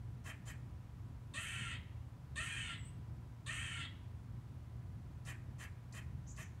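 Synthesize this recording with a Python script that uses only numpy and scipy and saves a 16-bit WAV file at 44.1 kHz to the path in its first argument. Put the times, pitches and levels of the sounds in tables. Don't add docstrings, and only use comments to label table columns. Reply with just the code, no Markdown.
import sys
import numpy as np
from scipy import signal
from scipy.fft import rfft, irfft, next_fast_len
from scipy.io import wavfile

SR = 44100
rng = np.random.default_rng(int(sys.argv[2]) if len(sys.argv) > 2 else 0)


def store_pcm(level_fs):
    pcm = np.round(np.clip(level_fs, -1, 1) * 32767).astype(np.int16)
    wavfile.write(sys.argv[1], SR, np.atleast_2d(pcm).T)


N = 291060
TIME = np.arange(N) / SR

# start_s, length_s, level_db, top_pitch_hz, roughness_factor, hiss_db, clear_start_db, squeal_db
LONG_BARKS = [(1.335, .440, -47, 783.3, 1.4, -63, -4.5, -3.5), (2.355, 0.41, -46.5, 807, 1.14, -70, -3, -1),
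              (3.459, 0.41, -47, 792.4, 1.19, -71, -4.5, 2.5)]
# frequency_hz, level_db
WIDE_MOUTH = [(300, -30), (600, -21.5), (780, -31), (950, -11.5), (1350, -8.5), (1600, -2.5), (1850, 0),
              (2500, -2), (3150, 1), (3500, -13), (4100, -17.5), (5200, -30), (6300, -18.5), (8400, -9),
              (9700, -21.5), (11000, -43.5)]
START_HZ, STRAIN_RISE_S, STRAIN_HOLD_S, EASE_PER_S = 534.1, 0.17, 0.00516, 2.5
ROUGH_SLACK, ROUGH_STRAINED = 0.23, 0.509
LONG_ATTACK_S, LONG_ATTACK_DB, LONG_SAG_DB_PER_S = 0.027, 9, 2
LONG_RELEASE_S, LONG_RELEASE_DB = 0.039, 9.5
SNAP_S, SNAP_TREBLE_DB, SNAP_SQUEAL_DB, SNAP_HZ, SNAP_WIDTH_HZ = 0.023, 3, 2, 3630, 570
NARROWING_DB_PER_S, SHUT_S, SHUT_TREBLE_DB = 17, 0.082, 7
THROAT_HZ, THROAT_WIDTH_HZ, THROAT_DB, THROAT_FADE_DB_PER_S = 1845, 150, -5.5, 27
SQUEAL_HZ, SQUEAL_CLIMB_HZ, SQUEAL_WIDTH_HZ, SQUEAL_S = 2960, 566, 740, 0.13
HISS_BUILD_S, HISS_BUILD_DB, HISS_FADE_DB_PER_S = 0.1, 27, 94
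CLEAR_S, THREAD_DB, THREAD_BUILD_S = 0.078, -5, 0.3


def long_barks(first_db=-10.5, second_db=1.5):
    out = np.zeros(N)
    for onset, length, level_db, top_hz, rough_factor, hiss_db, start_db, end_db in LONG_BARKS:
        t = TIME[:int(length * SR)]
        easing = EASE_PER_S * np.maximum(t - STRAIN_RISE_S - STRAIN_HOLD_S, 0)
        strain = np.sin(np.pi / 2 * ramp(t, STRAIN_RISE_S)) - easing
        snap = np.exp(-t / SNAP_S)
        shut = ramp(t - length + SHUT_S, SHUT_S)

        pitch = START_HZ + (top_hz - START_HZ) * strain
        rough = rough_factor * (ROUGH_SLACK + (ROUGH_STRAINED - ROUGH_SLACK) * strain)
        source, phase = folds(pitch, rough, jitter=0.036, shimmer_db=1.6, air=0.68, soft_hz=5000)

        treble_db = SNAP_TREBLE_DB * snap - NARROWING_DB_PER_S * t - SHUT_TREBLE_DB * shut
        voice = brighten(rms_one(colour(source, WIDE_MOUTH)), treble_db)
        opening = from_db(SNAP_SQUEAL_DB) * snap * resonance(source, SNAP_HZ, SNAP_WIDTH_HZ)

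        throat_gain = from_db(THROAT_DB + start_db - THROAT_FADE_DB_PER_S * t)
        throat = throat_gain * resonance(source, THROAT_HZ, THROAT_WIDTH_HZ)

        squeal_gain = from_db(end_db) * ramp(t - length + SQUEAL_S, SQUEAL_S)
        squeal_hz = SQUEAL_HZ + SQUEAL_CLIMB_HZ * shut ** 2
        squeal = squeal_gain * resonance(source, squeal_hz, SQUEAL_WIDTH_HZ)

        build_loss_db = HISS_BUILD_DB * (1 - ramp(t, HISS_BUILD_S))
        fade_loss_db = HISS_FADE_DB_PER_S * np.maximum(t - HISS_BUILD_S, 0)
        hiss_gain = from_db(hiss_db - build_loss_db - fade_loss_db)
        hiss = hiss_gain * rms_one(band(source, low_hz=9700, high_hz=11500))

        first = from_db(first_db) * np.sin(phase)
        second = from_db(second_db) * np.sin(2 * phase)
        third = np.sin(3 * phase)
        clear = from_db(start_db) * (1 - ramp(t, CLEAR_S) ** 4) * (first + second + third)
        thread = from_db(THREAD_DB) * np.sin(2 * phase) * ramp(t, THREAD_BUILD_S) * (1 - shut)
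        tremble = from_db(1.3 * drift(70, len(t)))
        tones = (clear + thread) * tremble

        bark = from_db(level_db) * (voice + opening + throat + squeal + tones) + hiss
        force = swell(t, LONG_ATTACK_S, LONG_ATTACK_DB, LONG_RELEASE_S, LONG_RELEASE_DB)
        force = force * from_db(-LONG_SAG_DB_PER_S * t)
        add(out, onset, bark * force * signal.windows.tukey(len(t), 0.025))
    return out


# start_s, length_s, level_db, treble_db, puff_db
SHORT_BARKS = [(0.239, 0.085, -55, -2, -17), (0.453, 0.073, -58.5, 2.5, -17), (5.249, 0.079, -55, -0.5, -7),
               (5.581, 0.081, -56.5, -1, -16), (5.923, .080, -58.5, 1, 0.5), (6.361, 0.079, -57.5, 0, -4)]
# frequency_hz, level_db
HALF_OPEN_MOUTH = [(300, -4.5), (600, -20.5), (850, -6), (1250, -9), (1500, 1), (1900, 3.5), (2600, -1.5),
                   (3100, -11), (3600, -19.5), (5200, -38), (15500, -42)]
# frequency_hz, level_db
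TEETH_AIR = [(400, -0.5), (1500, 0), (3500, -5.5), (5200, -7.5), (7400, 0.5), (9200, -0.5), (11000, -17),
             (15500, -20)]
CHUCK_START_HZ, CHUCK_TOP_HZ, CHUCK_PEAK_SHARE = 490.3, 631.5, 0.68
CHUCK_ROUGH, CHUCK_CLEARING = 0.96, 0.3
CHUCK_ATTACK_S, CHUCK_ATTACK_DB, CHUCK_RELEASE_S, CHUCK_RELEASE_DB = 0.031, 28, 0.0085, 4
AIR_DB, AIR_ATTACK_S, AIR_ATTACK_DB, AIR_RELEASE_S, AIR_RELEASE_DB = -2.5, 0.032, 16, 0.023, 14
CHUCK_HISS_DB = -16


def short_barks(puff_s=0.0062):
    out = np.zeros(N)
    for onset, length, level_db, treble_db, puff_db in SHORT_BARKS:
        t = TIME[:int(length * SR)]
        push = np.sin(np.pi / 2 * t / (CHUCK_PEAK_SHARE * length)) ** 2
        pitch = CHUCK_START_HZ + (CHUCK_TOP_HZ - CHUCK_START_HZ) * push
        rough = CHUCK_ROUGH - CHUCK_CLEARING * push
        source, _ = folds(pitch, rough, jitter=0.05, shimmer_db=1.8, air=0.65, soft_hz=4000)

        voice_force = swell(t, CHUCK_ATTACK_S, CHUCK_ATTACK_DB, CHUCK_RELEASE_S, CHUCK_RELEASE_DB)
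        voice = voice_force * rms_one(colour(source, HALF_OPEN_MOUTH))

        rush = rng.standard_normal(len(t))
        air_force = swell(t, AIR_ATTACK_S, AIR_ATTACK_DB, AIR_RELEASE_S, AIR_RELEASE_DB)
        air = from_db(AIR_DB) * air_force * rms_one(colour(rush, TEETH_AIR))
        hiss = from_db(CHUCK_HISS_DB) * push * rms_one(band(source, low_hz=10700, high_hz=12400))
        puff = from_db(puff_db) * rms_one(band(rush, low_hz=3800, high_hz=7500)) * np.exp(-t / puff_s)

        bark = voice + puff + from_db(treble_db) * (air + hiss)
        add(out, onset, bark * from_db(level_db) * signal.windows.tukey(len(t), 0.07))
    return out


def folds(pitch_hz, rough, jitter, shimmer_db, air, soft_hz):
    size = len(pitch_hz)
    rough = np.clip(rough, 0, 1)
    shaken_hz = pitch_hz * (1 + jitter * rough * drift(319, size))
    phase = 2 * np.pi * np.cumsum(shaken_hz) / SR
    pulses = sum(np.cos(k * phase) / (1 + (k * pitch_hz / soft_hz) ** 2) for k in range(1, 21))
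    pulses *= np.sqrt(4 * pitch_hz / SR)
    puffs = rms_one(rng.standard_normal(size) * (1 + 1.2 * np.cos(phase)))
    low_puffs = low_part(puffs, soft_hz)
    noisy = np.clip(air * rough, 0, 1)
    flow = np.sqrt(1 - noisy) * pulses + np.sqrt(noisy) * low_puffs + 1.21 * (puffs - low_puffs)
    return flow * from_db(shimmer_db * rough * drift(270, size)), phase


def resonance(x, centre_hz, width_hz):
    turn = np.exp(2j * np.pi * np.cumsum(centre_hz * np.ones(len(x))) / SR)
    low_pass = signal.butter(2, width_hz / 2, fs=SR, output="sos")
    return rms_one(np.real(turn * signal.sosfilt(low_pass, x / turn)))


def brighten(x, treble_db, split_hz=4800):
    low = low_part(x, split_hz)
    return low + from_db(treble_db) * (x - low)


# start_s, length_s, from_pitch_hz, to_pitch_hz, level_db
SLURS = [(2.769, 0.097, 8600, 7750, -68.5), (2.849, 0.031, 8900, 7830, -63)]
# start_s, length_s, pitch_hz, level_db
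CHIPS = [(6.259, 0.077, 6810, -62), (6.399, 0.052, 6850, -64)]


def birds(slur_s=0.016, scoop_hz=1500, scoop_s=0.013):
    out = np.zeros(N)
    for onset, length, from_hz, to_hz, level_db in SLURS:
        pitch = to_hz + (from_hz - to_hz) * np.exp(-TIME[:int(length * SR)] / slur_s)
        whistle = note(pitch, waver=0.01, waver_rate_hz=360, taper=0.25)
        add(out, onset, from_db(level_db) * whistle)
    for onset, length, pitch_hz, level_db in CHIPS:
        pitch = pitch_hz - scoop_hz * np.exp(-TIME[:int(length * SR)] / scoop_s)
        chip = note(pitch, waver=0.084, waver_rate_hz=730, taper=0.68)
        add(out, onset, from_db(level_db) * chip)
    return out


def note(pitch_hz, waver, waver_rate_hz, taper):
    size = len(pitch_hz)
    shaken_hz = pitch_hz * (1 + waver * drift(waver_rate_hz, size))
    phase = 2 * np.pi * np.cumsum(shaken_hz) / SR
    return np.sqrt(2) * np.sin(phase) * signal.windows.tukey(size, taper)


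# delay_s, level_db
LONG_ECHOES = [(.00163, -6), (.00195, -14.5), (.00372, -15), (.00545, -13.5)]
SHORT_ECHOES = [(.001655, -4.5), (.00294, -7), (.00372, -14)]
# frequency_hz, width_hz, height_db
LONG_PEAKS = [(1138, 83, 7.5), (1170, 130, -14.5), (1380, 25, 14), (2230, 320, -10.5), (2615, 150, 8.5),
              (3050, 81, -17), (3120, 290, -1.5), (3900, 180, -16), (4480, 23, 9.5), (6000, 200, 3.5),
              (6240, 110, 1), (7700, 120, -6), (8080, 150, 2.5)]
SHORT_PEAKS = [(1144, 91, 7), (1570, 90, -22), (2040, 220, 4.5), (2310, 125, -20), (2640, 110, 11),
               (3150, 54, 13.5), (7190, 86, 7.5), (8170, 230, -21), (9290, 98, -8)]


def near_surfaces(x, echoes, peaks, size=1024):
    n = np.arange(size)
    paths = np.sinc(n) + sum(from_db(db) * np.sinc(n - delay * SR) for delay, db in echoes)
    flat = [(1, 0), (SR, 0)]
    return signal.oaconvolve(x, colour(paths, flat, peaks))[:N]


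# frequency_hz, time_to_fall_60_db_s, level_db
YARD = [(704, 0.17, -1.5), (1880, 0.63, -8), (3480, 0.7, -12.5), (7500, 0.3, -13), (14000, 0.22, -28)]


def courtyard(x, build_s=0.0031):
    t = TIME[:SR]
    response = np.zeros(SR)
    edges = np.geomspace(350, 16000, 11)
    for low, high in zip(edges, edges[1:]):
        t60, db = along(YARD, np.sqrt(low * high))
        fade = from_db(-60 * t / t60) * (1 - np.exp(-t / build_s))
        response += from_db(db) * band(rng.standard_normal(SR), low, high) * fade / np.linalg.norm(fade)
    branches = scatter(x, level_db=-9.0, t60=0.26, low_hz=2630, high_hz=13200, start_s=0.0027)
    walls = scatter(x, level_db=-3.0, t60=0.064, low_hz=1510, high_hz=3340, start_s=0.027)
    return signal.fftconvolve(x, response)[:N] + branches + walls


def scatter(x, level_db, t60, low_hz, high_hz, start_s):
    t = TIME[:SR // 4]
    fading_noise = rng.standard_normal(len(t)) * from_db(-60 * t / t60)
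    burst = band(fading_noise * (t > start_s), low_hz, high_hz)
    gain = from_db(level_db) * np.sqrt(2 * (high_hz - low_hz) / SR) / np.linalg.norm(burst)
    return signal.fftconvolve(x, gain * burst)[:N]


# frequency_hz, relative level_db (per Hz)
TRAFFIC = [(20, -35), (38, -13.5), (55, 0), (90, 3.5), (140, -1), (180, -9), (270, -14.5), (450, -26.5),
           (800, -27.5), (1100, -29), (2000, -36), (4000, -43.5), (9000, -49), (15500, -54)]
# frequency_hz, level_db, wander_hz
HUM = [(119.2, -55, 2.63), (482, -88, 2.2), (990, -79.5, 2.99)]


def background(traffic_db=-50.5, rumble_swell_db=1.5, drone_swell_db=2.0, swell_rate_hz=4.3, split_hz=130):
    traffic_filter = colour(signal.unit_impulse(SR // 4), TRAFFIC)
    noise = rng.standard_normal(N + SR)
    traffic = from_db(traffic_db) * rms_one(signal.oaconvolve(noise, traffic_filter)[SR:SR + N])
    rumble = low_part(traffic, split_hz)
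    bass = low_part(traffic, 380)
    swelling_rumble = rumble * from_db(rumble_swell_db * drift(swell_rate_hz, N))
    swelling_drone = (bass - rumble) * from_db(drone_swell_db * drift(swell_rate_hz, N))
    hum = np.zeros(N)
    for hz, level_db, wander_hz in HUM:
        phase = 2 * np.pi * np.cumsum(hz + wander_hz * drift(6.87, N)) / SR
        hum += from_db(level_db) * np.sqrt(2) * np.sin(phase)
    return swelling_rumble + swelling_drone + (traffic - bass) + hum


def from_db(db):
    return 10 ** (np.asarray(db) / 20)


def rms_one(x):
    return x / np.sqrt(np.mean(x ** 2) + 1e-20)


def ramp(t, length_s):
    return np.clip(t / length_s, 0, 1)


def swell(t, attack_s, attack_db, release_s, release_db):
    attack_loss_db = attack_db * (1 - ramp(t, attack_s)) ** 2
    release_loss_db = release_db * (1 - ramp(t[-1] - t, release_s))
    return from_db(-attack_loss_db - release_loss_db)


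def drift(rate_hz, size):
    r = np.exp(-2 * np.pi * rate_hz / SR)
    return rms_one(signal.lfilter([1], [1, -2 * r, r * r], rng.standard_normal(size + SR))[SR:])


def along(rows, at):
    first, *columns = np.transpose(rows)
    return [np.interp(at, first, c) for c in columns]


def low_part(x, split_hz):
    return signal.sosfiltfilt(signal.butter(2, split_hz, fs=SR, output="sos"), x)


def band(x, low_hz, high_hz):
    return signal.sosfilt(signal.butter(2, [low_hz, min(high_hz, 0.45 * SR)], "band", fs=SR, output="sos"), x)


def colour(x, spectrum, peaks=()):
    size = 2 * next_fast_len(len(x))
    hz = np.maximum(np.arange(size // 2 + 1) * SR / size, 1)
    points_hz, points_db = np.transpose(spectrum)
    db = np.interp(np.log(hz), np.log(points_hz), points_db)
    for centre, width, height in peaks:
        db = db + height / (1 + (2 * (hz - centre) / width) ** 2)
    cepstrum = irfft(np.log(from_db(db)))
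    cepstrum[1:size // 2] *= 2
    cepstrum[size // 2 + 1:] = 0
    return irfft(rfft(x, size) * np.exp(rfft(cepstrum)))[:len(x)]


def add(out, onset, sound):
    start = int(onset * SR)
    out[start:start + len(sound)] += sound[:N - start]


def scene(bird_wet_db=6.0):
    rasps, chucks, calls = long_barks(), short_barks(), birds()
    direct_rasps = near_surfaces(rasps, LONG_ECHOES, LONG_PEAKS)
    direct_chucks = near_surfaces(chucks, SHORT_ECHOES, SHORT_PEAKS)
    echo = courtyard(rasps + chucks + from_db(bird_wet_db) * calls)
    return (direct_rasps + direct_chucks + calls + echo + background())[None]


def record(dry, cutoff_hz=15720):
    return signal.sosfilt(signal.ellip(12, 0.1, 70, cutoff_hz, fs=SR, output="sos"), dry)


dry = scene()
out = record(dry)
store_pcm(out)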